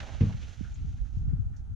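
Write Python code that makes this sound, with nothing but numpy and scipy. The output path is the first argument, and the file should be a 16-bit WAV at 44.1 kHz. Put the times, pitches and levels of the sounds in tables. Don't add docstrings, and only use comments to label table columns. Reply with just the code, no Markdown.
import sys
import numpy as np
from scipy import signal
from scipy.fft import rfft, irfft, next_fast_len
from scipy.io import wavfile
from scipy.ndimage import map_coordinates

SR = 44100
rng = np.random.default_rng(int(sys.argv[2]) if len(sys.argv) > 2 else 0)


def unload_wav(signal):
    wavfile.write(
        sys.argv[1],
        SR,
        np.round(np.clip(np.atleast_2d(signal).T, -1, 1) * 32767).astype(np.int16),
    )


N = 77175
TIME_S = np.arange(N) / SR


# f/Hz, relative density/dB
GRIT_SPECTRUM = [(150, 10), (400, 4), (750, 5.5), (1050, -3), (1450, 4.5), (2100, -0.5), (2800, -0.5),
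                 (4200, -6), (4700, -9.5), (5400, -9.5), (6300, -7), (7100, -13), (8100, -23.5),
                 (12500, -35.5), (14500, -50)]
# f/Hz, correlation
GRIT_CORRELATION = [(200, 0.72), (1000, 0), (2500, 0.82), (5000, 0.96), (8000, .1), (12000, 0.12)]
# f/Hz, rate/(dB/s)
GRIT_FADE_RATE = [(400, 27.4), (1000, 28.5), (2500, 19.6), (4500, 16.1), (6500, 11.06), (12000, 12)]
# t/s, level/dB
GRIT_FLOW = [(0, 2), (.18, 0.5), (.36, 2), (.48, 4), (.58, 3.5), (.68, 2.5), (.8, 0.5), (.93, 2.5),
             (1.02, -1), (1.18, 1), (1.399, -2.5), (1.75, 0)]
SLIDE_PAN_DB = -3

def grit(level_db=-49, grains_per_s=1000, grain_db=-6, flicker_db=1.3):
    grains = (rng.random(N) < grains_per_s / SR) * rng.standard_normal((2, N))
    sand = rng.standard_normal((2, N)) + amp(grain_db) * unit_rms(grains)
    hiss = stereo(sand, lambda hz: log_interp(GRIT_SPECTRUM, hz),
                  lambda hz: log_interp(GRIT_CORRELATION, hz))
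    bin_hz, frame_s, frames = signal.stft(hiss, SR, nperseg=512)
    fade = amp(-log_interp(GRIT_FADE_RATE, bin_hz)[:, None] * frame_s)
    fading_hiss = signal.istft(frames * fade, SR, nperseg=512)[1][:, :N]
    flow_db = np.interp(TIME_S, *np.transpose(GRIT_FLOW)) + flicker_db * wobble(59.6)
    return fading_hiss * amp(level_db + flow_db) * pan(SLIDE_PAN_DB)


# f/Hz, relative density/dB
RUBBLE_SPECTRUM = [(100, -23.5), (400, -11.5), (570, 1.5), (820, 2.5), (1000, -5.5), (1500, -16.5),
                   (3000, -44), (8000, -57)]

def rubble(level_db=-57, rattle_db=4, stop_s=0.15, t60_s=0.062):
    release_db = -60 * np.maximum(TIME_S - stop_s, 0) / t60_s
    tumble = shaped_noise(RUBBLE_SPECTRUM, correlation=1.0)
    return tumble * amp(level_db + release_db + rattle_db * wobble(77)) * pan(SLIDE_PAN_DB)


# t/s, level/dB
LANDING_BLOWS = [(0.2089, -10), (0.2303, -15)]
# f/Hz, level re blow/dB, t60/s
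SHAFT_MODES = [(91.2, -3.5, 0.16), (108.8, -1.5, 0.21), (129.6, -5.5, 0.054), (204.7, -9, 0.23),
               (224, -17, 0.13), (292, -21, 0.14), (454, -23, 0.12)]
# f/Hz, relative density/dB
BOOM_SPECTRUM = [(30, -44), (65, -2.5), (105, -5.5), (200, -8.5), (300, -30.5), (370, -33), (460, -30),
                 (600, -40.5), (1200, -45.5), (4000, -88)]

def thump(boom_db=-22, thump_low_cut_hz=58):
    ring = 0
    for start_s, blow_db in LANDING_BLOWS:
        for hz, mode_db, t60_s in SHAFT_MODES:
            envelope = amp(blow_db + mode_db) * strike(start_s, attack_s=0.003, t60_s=t60_s)
            ring += envelope * np.sin(2 * np.pi * hz * (TIME_S - start_s))
    boom_envelope = amp(boom_db) * strike(LANDING_BLOWS[0][0], attack_s=0.0034, t60_s=0.4)
    boom = boom_envelope * shaped_noise(BOOM_SPECTRUM, correlation=0.8)
    return low_cut(ring + boom, thump_low_cut_hz)


# t/s, level/dB, f/Hz, width/octaves, t60/s, pan L-R/dB
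STONE_HITS = [(.001, -35.5, 1850, 0.67, 0.04, -3.5), (0.205, -46, 2000, 0.6, 0.18, -3.5),
              (0.294, -50, 800, 0.25, 0.14, -6), (0.324, -46, 1520, 0.48, 0.061, -7),
              (0.426, -52, 2700, 0.22, 0.13, 0.5), (0.642, -54.5, 1470, 0.13, 0.21, -1),
              (0.74, -58, 6900, 0.12, 0.098, -1), (0.754, -57.5, 2850, 0.38, 0.056, -1),
              (0.781, -60.5, 2200, 0.38, 0.099, -4), (0.979, -67, 1670, 0.17, 0.13, 15),
              (1.05, -65, 1450, 0.16, 0.2, -7), (1.18, -69.5, 6400, 0.44, .12, 3),
              (1.291, -68.5, 1550, 0.34, 0.33, -0.5), (1.531, -68.5, 1570, .2, 0.36, 4),
              (1.563, -64, 6200, 0.3, 0.15, -4.5)]

def stones():
    clacks = 0
    for start_s, level_db, hz, width_oct, t60_s, pan_db in STONE_HITS:
        envelope = amp(level_db) * strike(start_s, attack_s=0.0014, t60_s=t60_s)
        clacks += envelope * noise_band(hz, width_oct, correlation=0.52) * pan(pan_db)
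    return clacks


# t/s, level/dB, pan L-R/dB
WIND_GUSTS = [(0, -36.5, 0), (.09, -44.5, -11), (.15, -37, -12), (0.241, -40, -10), (.34, -37.5, 3.5),
              (0.438, -33.5, -10.5), (.53, -46.5, -7), (.66, -38.5, -11), (.78, -35, -1), (0.871, -32, 0.5),
              (.97, -33.5, -1.5), (1.031, -37.5, -10.5), (1.101, -39, -6.5), (1.22, -32, -5),
              (1.31, -26, 1.5), (1.48, -33.5, 1), (1.57, -37, -0.5), (1.658, -40, 2), (1.75, -33, 3)]
# f/Hz, relative density/dB
BUFFET_SPECTRUM = [(15, -3), (30, -0.5), (55, 3), (90, 0), (130, -8.5), (180, -20), (250, -21), (330, -37),
                   (480, -44.5), (900, -79), (3000, -100)]

def wind(lump_db=2.25, ring_offset_db=-39, ring_db_per_db=0.56):
    times_s, levels_db, pans_db = np.transpose(WIND_GUSTS)
    gust_db = np.interp(TIME_S, times_s, levels_db)
    balance = pan(np.interp(TIME_S, times_s, pans_db))
    lumps = amp(lump_db * np.array([wobble(30.26), wobble(30.25)]))
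    buffet = unit_rms(lumps * shaped_noise(BUFFET_SPECTRUM, correlation=0.14))
    ring = noise_band(centre_hz=1376, width_oct=0.13, correlation=0.092)
    ring_db = gust_db.mean() + ring_offset_db + ring_db_per_db * (gust_db - gust_db.mean())
    return amp(gust_db) * balance * buffet + amp(ring_db) * ring


# t/s, level/dB, f/Hz, pan L-R/dB
EDDY_PUFFS = [(.12, -34, 67.4, -14.5), (0.343, -24, 115.5, 0), (0.608, -27, 195, -10),
              (0.626, -31.5, 83, -11), (.845, -29, 125, 14), (.872, -28, 63, -8),
              (1.006, -25.5, 62.3, -3.5), (1.168, -24.5, 112.5, 6.5), (1.275, -23.5, 112, -11),
              (1.332, -21, 128, 12), (1.391, -23.5, 97.3, 13.5), (1.459, -23, 79.2, 1.5)]

def eddies(rise_cycles=0.76):
    puffs = 0
    for start_s, level_db, hz, pan_db in EDDY_PUFFS:
        cycles = np.maximum(TIME_S - start_s, 0) * hz
        age = cycles / rise_cycles
        envelope = (age * np.exp(1 - age)) ** 2
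        swings = np.cos(2 * np.pi * (cycles + rng.random((2, 1))))
        puffs += amp(level_db) * pan(pan_db) * envelope * swings
    return puffs


# f/Hz, relative density/dB
AIR_SPECTRUM = [(100, 15), (300, 3.5), (500, -2.5), (780, 9.5), (1050, -1.5), (1400, -8.5), (2300, -9.5),
                (4500, -14), (6500, -32.5), (8000, -18), (12500, -21), (14500, -43.5)]

def outdoor_air(level_db=-66.5):
    return amp(level_db) * shaped_noise(AIR_SPECTRUM, correlation=0.083)


def amp(db):
    return 10 ** (np.asarray(db) / 20)


def unit_rms(x):
    return x / np.sqrt(np.mean(x ** 2) + 1e-20)


def log_interp(points, hz):
    points_hz, values = np.transpose(points)
    return np.interp(np.log(hz + 1), np.log(points_hz + 1), values)


def pan(db):
    return amp(db * np.array([[0.5], [-0.5]]))


def wobble(knots_per_s):
    knots = rng.standard_normal(int(N * knots_per_s / SR) + 4)
    return map_coordinates(knots, [TIME_S * knots_per_s])


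def strike(start_s, attack_s, t60_s):
    age_s = np.maximum(TIME_S - start_s, 0)
    return (1 - np.exp(-age_s / attack_s)) * np.exp(-np.log(1000) * age_s / t60_s)


def low_cut(x, hz):
    return signal.sosfilt(signal.butter(2, hz, "high", fs=SR, output="sos"), x)


def filtered(x, gain_at):
    size = next_fast_len(N + SR // 2)
    return irfft(rfft(x, size) * gain_at(np.fft.rfftfreq(size, 1 / SR)), size)[..., :N]


def stereo(pair, db_at, correlation_at):
    def mid_side_gains(hz):
        angle = np.arccos(np.clip(correlation_at(hz), -1, 1)) / 2
        return amp(db_at(hz)) * [np.cos(angle), np.sin(angle)]
    mid, side = filtered(pair, mid_side_gains)
    return unit_rms(np.array([mid + side, mid - side]))


def shaped_noise(spectrum, correlation):
    white = rng.standard_normal((2, N))
    return stereo(white, lambda hz: log_interp(spectrum, hz), lambda hz: np.full_like(hz, correlation))


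def noise_band(centre_hz, width_oct, correlation):
    def band_db(hz):
        detune = np.log2((hz + 1) / centre_hz) / width_oct
        knee_db = log_interp(GRIT_SPECTRUM, max(centre_hz, 6500))
        rolloff_db = np.minimum(0, log_interp(GRIT_SPECTRUM, hz) - knee_db)
        return rolloff_db - 20 * np.log10(1 + detune ** 2 / 2)
    return stereo(rng.standard_normal((2, N)), band_db, lambda hz: np.full_like(hz, correlation))


def scene():
    return grit() + rubble() + thump() + stones() + wind() + eddies() + outdoor_air()


def record(dry, low_hz=13, top_hz=14200, fade_s=0.006):
    to_edge_s = np.minimum(TIME_S, TIME_S[-1] - TIME_S)
    fades = np.sin(np.pi / 2 * np.minimum(1, to_edge_s / fade_s))
    return filtered(low_cut(dry, low_hz) * fades, lambda hz: hz < top_hz)


dry = scene()
out = record(dry)
unload_wav(out)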